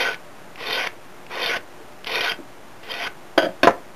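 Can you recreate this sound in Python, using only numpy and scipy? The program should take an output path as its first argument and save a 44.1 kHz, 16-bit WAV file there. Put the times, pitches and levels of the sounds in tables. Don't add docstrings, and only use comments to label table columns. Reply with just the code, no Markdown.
import sys
import numpy as np
from scipy import signal
from scipy.fft import rfft, irfft
from scipy.io import wavfile
from scipy.ndimage import uniform_filter1d

SR = 44100
rng = np.random.default_rng(int(sys.argv[2]) if len(sys.argv) > 2 else 0)


def linear_from_db(decibels):
    return 10 ** (np.asarray(decibels, float) / 20)


def put_to_file(sound):
    columns = np.atleast_2d(sound).T
    safe = np.clip(columns, -1, 1)
    whole_steps = np.round(safe * 32767)
    wavfile.write(sys.argv[1], SR, whole_steps.astype(np.int16))


N = 174195


def rms_one(x):
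    return x / np.sqrt(np.mean(x ** 2) + 1e-20)


def drift(rate_hz):
    r = np.exp(-40 * np.pi * rate_hz / SR)
    slow = signal.lfilter([1], [1, -2 * r, r * r], rng.standard_normal(N // 20 + 2002))[2000:]
    return np.interp(np.arange(N) / 20, np.arange(len(slow)), rms_one(slow))


def ring(hits, hz, t60):
    r, w = linear_from_db(-60 / (max(t60, 0.005) * SR)), 2 * np.pi * hz / SR
    return signal.lfilter([0, np.sin(w)], [1, -2 * r * np.cos(w), r * r], hits + 1e-18)


def resonate(x, hz, width_hz):
    r = np.exp(-np.pi * width_hz / SR)
    feedback = [1, -2 * r * np.cos(2 * np.pi * hz / SR), r * r]
    return signal.lfilter(np.array([1, 0, -1]) * (1 - r * r) / 2, feedback, x + 1e-18)


def colour(x, spectrum):
    hz, db = np.transpose(spectrum)
    gain = linear_from_db(np.interp(np.log(np.fft.rfftfreq(N, 1 / SR) + 1), np.log(hz), db))
    return rms_one(irfft(rfft(x) * gain, N))


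def envelope(rows):
    t = np.arange(N) / SR
    s, db, *more = np.transpose(rows)
    inside = (t >= s[0]) & (t <= s[-1])
    gain = inside * linear_from_db(np.interp(t, s, db))
    progress = inside * (t - s[0]) / (s[-1] - s[0])
    return gain, progress, inside * np.interp(t, s, [db, *more][-1])


def clicks(s, db):
    out = np.zeros(N)
    out[(np.asarray(s) * SR).astype(int)] = linear_from_db(db)
    return out


def teeth():
    teeth_per_s, spread_db, chatter_db, chatter_hz = 9000, 2.6, 1.2, 150
    sizes = linear_from_db(spread_db * np.minimum(rng.exponential(1, N), 5)) * rng.choice([-1, 1], N)
    caught = rng.random(N) < teeth_per_s / SR
    return rms_one(sizes * caught * linear_from_db(chatter_db * drift(chatter_hz)))


def blows(hits, modes, crack_db, crack_s, crack_hz, extra=0, sign=-1):
    longest_s, most_cycles = 0.095, 95
    s, db, hardness_db = np.transpose(hits)
    luck_db = rng.normal(0, 1.2, (len(s), len(modes)))
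    out = np.zeros(N)
    for k, (hz, level_db, t60) in enumerate(modes):
        strike_db = db + level_db - 5 + luck_db[:, k] + hardness_db * np.log2(hz / 1000)
        push = clicks(s, strike_db) + linear_from_db(level_db) * extra
        out += sign ** k * ring(push, hz, min(t60, longest_s, most_cycles / hz))
    dying = [1, -np.exp(-1 / (crack_s * SR))]
    fade = signal.lfilter([1], dying, clicks(s, db + crack_db + hardness_db))
    crack = signal.sosfilt(signal.butter(2, crack_hz, fs=SR, output="sos"), rng.standard_normal(N))
    return out + fade * rms_one(crack)


def lamp_hum():
    # f/Hz, level/dB
    hum_tones = [(120, -63.5), (360, -57), (600, -60)]
    out = np.zeros(N)
    for hz, db in hum_tones:
        turns = hz * np.arange(N) / SR + rng.random()
        out += linear_from_db(db + 2.5 + 2.0 * drift(3.7)) * np.sin(2 * np.pi * turns)
    return out


def room_tone():
    # f/Hz, level/dB
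    air_colour = [(12, -17.5), (20, -14), (32, -37.5), (119, -15.5), (330, -12), (360, -13), (385, -15),
                  (698, -13), (3900, -25), (5070, -90), (8580, -120)]
    return linear_from_db(-44 + 0.18 * drift(1.7)) * colour(rng.standard_normal(N), air_colour)


def shop(x):
    t60_s, wall_cut_hz = 0.26, 3300
    out, dull = np.zeros(N), np.exp(-2 * np.pi * wall_cut_hz / SR)
    for k, lag in enumerate((rng.uniform(0.009, 0.03, 10) * SR).astype(int)):
        loop, gain, state = x.copy(), linear_from_db(-60 * lag / SR / t60_s), [0.0]
        for i in range(lag, N, lag):
            back, state = signal.lfilter([gain * (1 - dull)], [1, -dull], loop[i - lag:i], zi=state)
            loop[i:i + lag] += back[:N - i]
        out += (loop - x) * (-1) ** k
    return out


def bench_gives():
    # t/s, peak level/dB, f/Hz, t60/s
    thumps = [
        (3.376, -32.5, 148, 0.091),
        (3.438, -28, 190, 0.077),
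        (3.49, -32, 202, 0.093),
        (3.631, -27, 45.3, 0.099),
        (3.673, -24, 117, 0.089),
    ]
    return sum(ring(clicks([s], db), hz, t60) for s, db, hz, t60 in thumps)


def hand_knocks():
    # t/s, peak level/dB, f/Hz, t60/s
    bumps = [
        (1.802, -33.5, 308, 0.067),
        (1.809, -37, 448, 0.085),
        (2.388, -25, 285, 0.043),
        (2.389, -35, 598, 0.068),
        (2.4, -26, 319, 0.078),
        (2.401, -42, 546, 0.081),
    ]
    return sum(ring(clicks([s], db), hz, t60) for s, db, hz, t60 in bumps)


def dropped_file():
    # t/s, peak level/dB, hardness/(dB per octave)
    landings = [
        (3.3765, -5, -4.5),
        (3.379, -12, 7),
        (3.3875, -21.5, 7.5),
        (3.404, -24.5, -5),
        (3.42, -26, 7),
        (3.428, -19.5, 3.5),
        (3.444, -23.5, 3.5),
        (3.453, -24.5, 1),
        (3.464, -17.5, -8),
        (3.488, -27.5, -5),
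    ]
    # f/Hz, level/dB, t60/s
    lying_modes = [(295, -5, .07), (344.4, -4, 0.03), (440, -20.5, 0.024), (543, -1, 0.063),
                   (607, 0.5, 0.045), (661, 1.5, 0.05), (968, -14.5, 0.061), (1235, -15, 0.033),
                   (1522, -3.5, 0.034), (1694, -7, 0.02), (2400, -16, 0.04), (2890, -14.5, 0.041),
                   (3190, -3.5, 0.022), (3354, -10, 0.041)]
    # t/s, level/dB
    skid_level = [(3.378, -18), (3.41, -20), (3.43, -19.5), (3.445, -22), (3.458, -20.5), (3.472, -37),
                  (3.54, -51.5)]
    skid = linear_from_db(-24.5) * envelope(skid_level)[0] * teeth()
    knocks = blows(landings, lying_modes, -9.5, 0.0082, 2600, skid)
    return knocks + linear_from_db(6.0) * resonate(skid, 2300, 3700)


def strip_put_down():
    # t/s, peak level/dB, hardness/(dB per octave)
    edge_hits = [
        (3.632, 1.5, 1.5),
        (3.636, -11, -2),
        (3.643, -5.5, -5),
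        (3.652, -8, 1.5),
        (3.661, -19, -1.5),
    ]
    # t/s, peak level/dB, hardness/(dB per octave)
    flat_hits = [
        (3.672, -2, 3),
        (3.6764, -19, 9),
        (3.682, -17, -2),
        (3.695, -19, -0.5),
        (3.708, -25.5, 6.5),
    ]
    # f/Hz, level/dB, t60/s
    edge_ring = [(306, 1.5, 0.029), (393, -7, 0.023), (564, -5.5, 0.036), (681, -2.5, 0.059),
                 (1058, -8, 0.067), (1190, -12.5, 0.02), (1507, -5.5, 0.026), (1640, -7.5, 0.027),
                 (1900, -33, 0.047), (2525, -13.5, 0.08), (2993, -19.5, 0.032), (3400, -17, 0.04),
                 (3700, -7.5, 0.04)]
    # f/Hz, level/dB, t60/s
    flat_ring = [(352, -13.5, .095), (433, -3.5, 0.039), (590, 8.5, 0.027), (635, 2.5, 0.03),
                 (682, 7, 0.039), (889, 0.5, 0.07), (1021.5, 4.5, 0.082), (1244, -3.5, 0.15),
                 (1344, -7, 0.08), (1670, 1.5, 0.018), (1860, -6, 0.017), (2400, -13, 0.051),
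                 (3250, -23, 0.042)]
    edge = blows(edge_hits, edge_ring, -12.5, 0.0079, 3500)
    return edge + blows(flat_hits, flat_ring, -7.5, 0.008, 1500, sign=0.96)


def bench():
    knocks = hand_knocks() + dropped_file() + strip_put_down()
    no_bass = signal.butter(3, 275, "high", fs=SR, output="sos")
    return bench_gives() + signal.sosfilt(no_bass, knocks)


def file_ticks():
    # t/s, peak level/dB, f/Hz
    pings = [(.144, -15, 2290), (0.558, -19.5, 2560), (0.581, -25, 1500), (0.707, -10, 1850),
             (0.755, -10, 3220), (0.869, -18.5, 2210), (0.8718, -7, 2250), (1.266, -23, 2610),
             (1.459, -5.5, 3480), (1.497, -12, 2400), (1.567, -14.5, 700), (2.045, -14, 3160),
             (2.07, -7, 3100), (2.149, -9, 3500), (2.208, -4, 3180), (2.319, -6, 2640),
             (2.833, -28.5, 3000), (2.939, -11.5, 3100), (3.031, -20, 1900), (3.069, -10, 1444),
             (3.071, -18, 2400)]
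    return sum(ring(clicks([s], db), hz, 4 / hz) for s, db, hz in pings)


def singing(mode_hz):
    # start t/s, end t/s, lift/dB, mode f/Hz
    songs = [(0, 0.024, 4.5, 1498), (.045, 0.124, 10.5, 1498), (.05, 0.102, 2.5, 2346),
             (.69, 0.767, 4, 3168), (0.604, 0.645, 4, 2502), (0.612, 0.635, 3.5, 476),
             (0.673, 0.669, 7, 3564), (0.748, 0.783, 4, 3564), (0.736, 0.828, 3.5, 1498),
             (0.802, 0.838, 7, 2346), (0.747, 0.788, 3, 476), (1.413, 1.476, 2.5, 3168),
             (1.48, 1.534, 5, 2346), (1.488, 1.558, 5.5, 1498), (1.467, 1.473, 15.5, 692),
             (2.136, 2.146, 12, 3564), (2.122, 2.265, 1.5, 476), (2.209, 2.231, 6, 3168),
             (2.252, 2.282, -3, 3564), (2.253, 2.328, 9.5, 1498), (2.291, 2.34, 9.5, 3168),
             (2.896, 2.924, 11, 3168), (2.932, 2.944, 8.5, 1498), (2.967, 3.025, 3, 2346),
             (3.051, 3.097, 8, 1498)]
    t = np.arange(N) / SR
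    lift = np.zeros((len(mode_hz), N))
    for start, end, db, hz in songs:
        nearest = np.argmin(abs(mode_hz - hz))
        lift[nearest] += uniform_filter1d(db * ((t > start) & (t < end)) + 0.0, size=600)
    return lift


def filing():
    # t/s, level/dB, treble lift from speed/dB
    pushes = [
        [(0.0, -14.5, -11), (0.012, -19, -10), (0.03, -21.5, -4.5), (0.09, -24.5, -7), (0.135, -31.5, 2.5),
         (0.15, -40, 7.5), (0.165, -63, -1)],
        [(0.575, -37, -3), (0.61, -30.5, 1.5), (0.68, -26, -3.5), (0.75, -24.5, 2), (0.815, -23, -6.5),
         (0.858, -24.5, -5.5), (0.872, -22.5, -2.5), (0.885, -51, -1)],
        [(1.285, -47.5, 1), (1.31, -30.5, -5), (1.35, -27, -9.5), (1.42, -24.5, -6), (1.465, -25.5, 3),
         (1.505, -23, -1), (1.55, -22.5, -9.5), (1.57, -22, 0), (1.595, -64, -8)],
        [(2.06, -29.5, 1), (2.072, -32.5, 9), (2.09, -27, 3), (2.15, -22.5, 1), (2.19, -24.5, -8),
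         (2.25, -22, 0.5), (2.3, -26, 4), (2.325, -27.5, -10), (2.345, -48.5, 1)],
        [(2.83, -42.5, 10.5), (2.865, -40.5, 1), (2.905, -28, -3.5), (2.945, -30.5, -5), (2.98, -30.5, -5.5),
         (3.032, -22.5, -7.5), (3.062, -27, -1.5), (3.072, -21, -3.5), (3.085, -48, -2)],
    ]
    # f/Hz, width/Hz, level early/dB, level midway/dB, level late/dB
    blade_modes = [(439.4, 170, -5.5, -9, -23), (476, 76, 3, 3.5, -6), (692, 43, -10, -6, -6),
                   (1004, 130, -1.5, -3, -4.5), (1118, 102, -9, -10.5, -8), (1498, 52, -2.5, 0.5, -3),
                   (1710, 100, -23.5, -16.5, -1), (1900, 100, 0, 3, -1), (2304, 420, -12, -4.5, -8),
                   (2502, 30, 0.5, 7, 0), (2700, 670, -44.5, -19, -18.5), (3168, 48, -2.5, 5.5, 3),
                   (3510, 66, -8.5, -12.5, -6.5), (3564, 43, -1.5, 9.5, -9)]
    # f/Hz, level/dB
    rasp_colour = [(30, -25.5), (70, -19), (130, -28), (280, -9.5), (450, -13.5), (1200, -4), (2300, -2),
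                   (3300, 3), (4000, -4)]
    pressure, along, lift_db = np.sum([envelope(rows) for rows in pushes], axis=0)
    first = int(0.2 * SR)
    along[:first] = 0.5 + along[:first] / 2
    grains, ticks = teeth(), file_ticks()
    sing_db = singing(np.transpose(blade_modes)[0])
    wander_db, wander_hz, narrowest_hz = 1.2, 14, 75
    gains = [linear_from_db(np.interp(along, [0, 0.5, 1], db) + wander_db * drift(wander_hz))
             for _, _, *db in blade_modes]

    def blade(x, extra_db):
        out = np.zeros(N)
        for k, (hz, width_hz, *_) in enumerate(blade_modes):
            push = x * gains[k] * linear_from_db(extra_db[k])
            out += (-1) ** k * resonate(push, hz, max(width_hz, narrowest_hz))
        return out

    drive = grains * pressure / np.std(blade(grains, 0 * sing_db)) + linear_from_db(2) * ticks
    rasp = blade(drive, sing_db) + linear_from_db(1.5) * pressure * colour(grains, rasp_colour)
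    low = signal.sosfiltfilt(signal.butter(2, 2740, fs=SR, output="sos"), rasp)
    return low + linear_from_db(lift_db) * (rasp - low) + ticks


def scene():
    work = filing() + bench()
    return (work + linear_from_db(-19) * shop(work) + room_tone() + lamp_hum())[None]


def top_cut(x):
    return signal.sosfilt(signal.butter(12, 15580, fs=SR, output="sos"), x)


def record(dry):
    sampling_hz, steps, offset, clip_top = 8000, 128, -0.0064, 1.03
    slow = signal.resample_poly(dry[0], 160, 441)
    slow = slow + linear_from_db(-62.5) * rng.standard_normal(len(slow))
    slow = signal.sosfilt(signal.cheby1(6, 0.5, 3880, fs=2 * sampling_hz, output="sos"), slow)
    slow = np.round(np.clip(slow[2::2] + offset, -clip_top, clip_top) * steps)
    joined = np.interp(np.arange(N) * sampling_hz / SR, np.arange(len(slow)), slow)
    out = np.floor(joined) / steps
    out = signal.sosfiltfilt(signal.ellip(8, 0.1, 14, 14550, fs=SR, output="sos"), out)
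    out = signal.sosfiltfilt(signal.butter(8, 14300, fs=SR, output="sos"), out) / 2 + out / 2
    return top_cut(np.clip(out, -1, 1)[None])


dry = scene()
out = record(dry)
put_to_file(out)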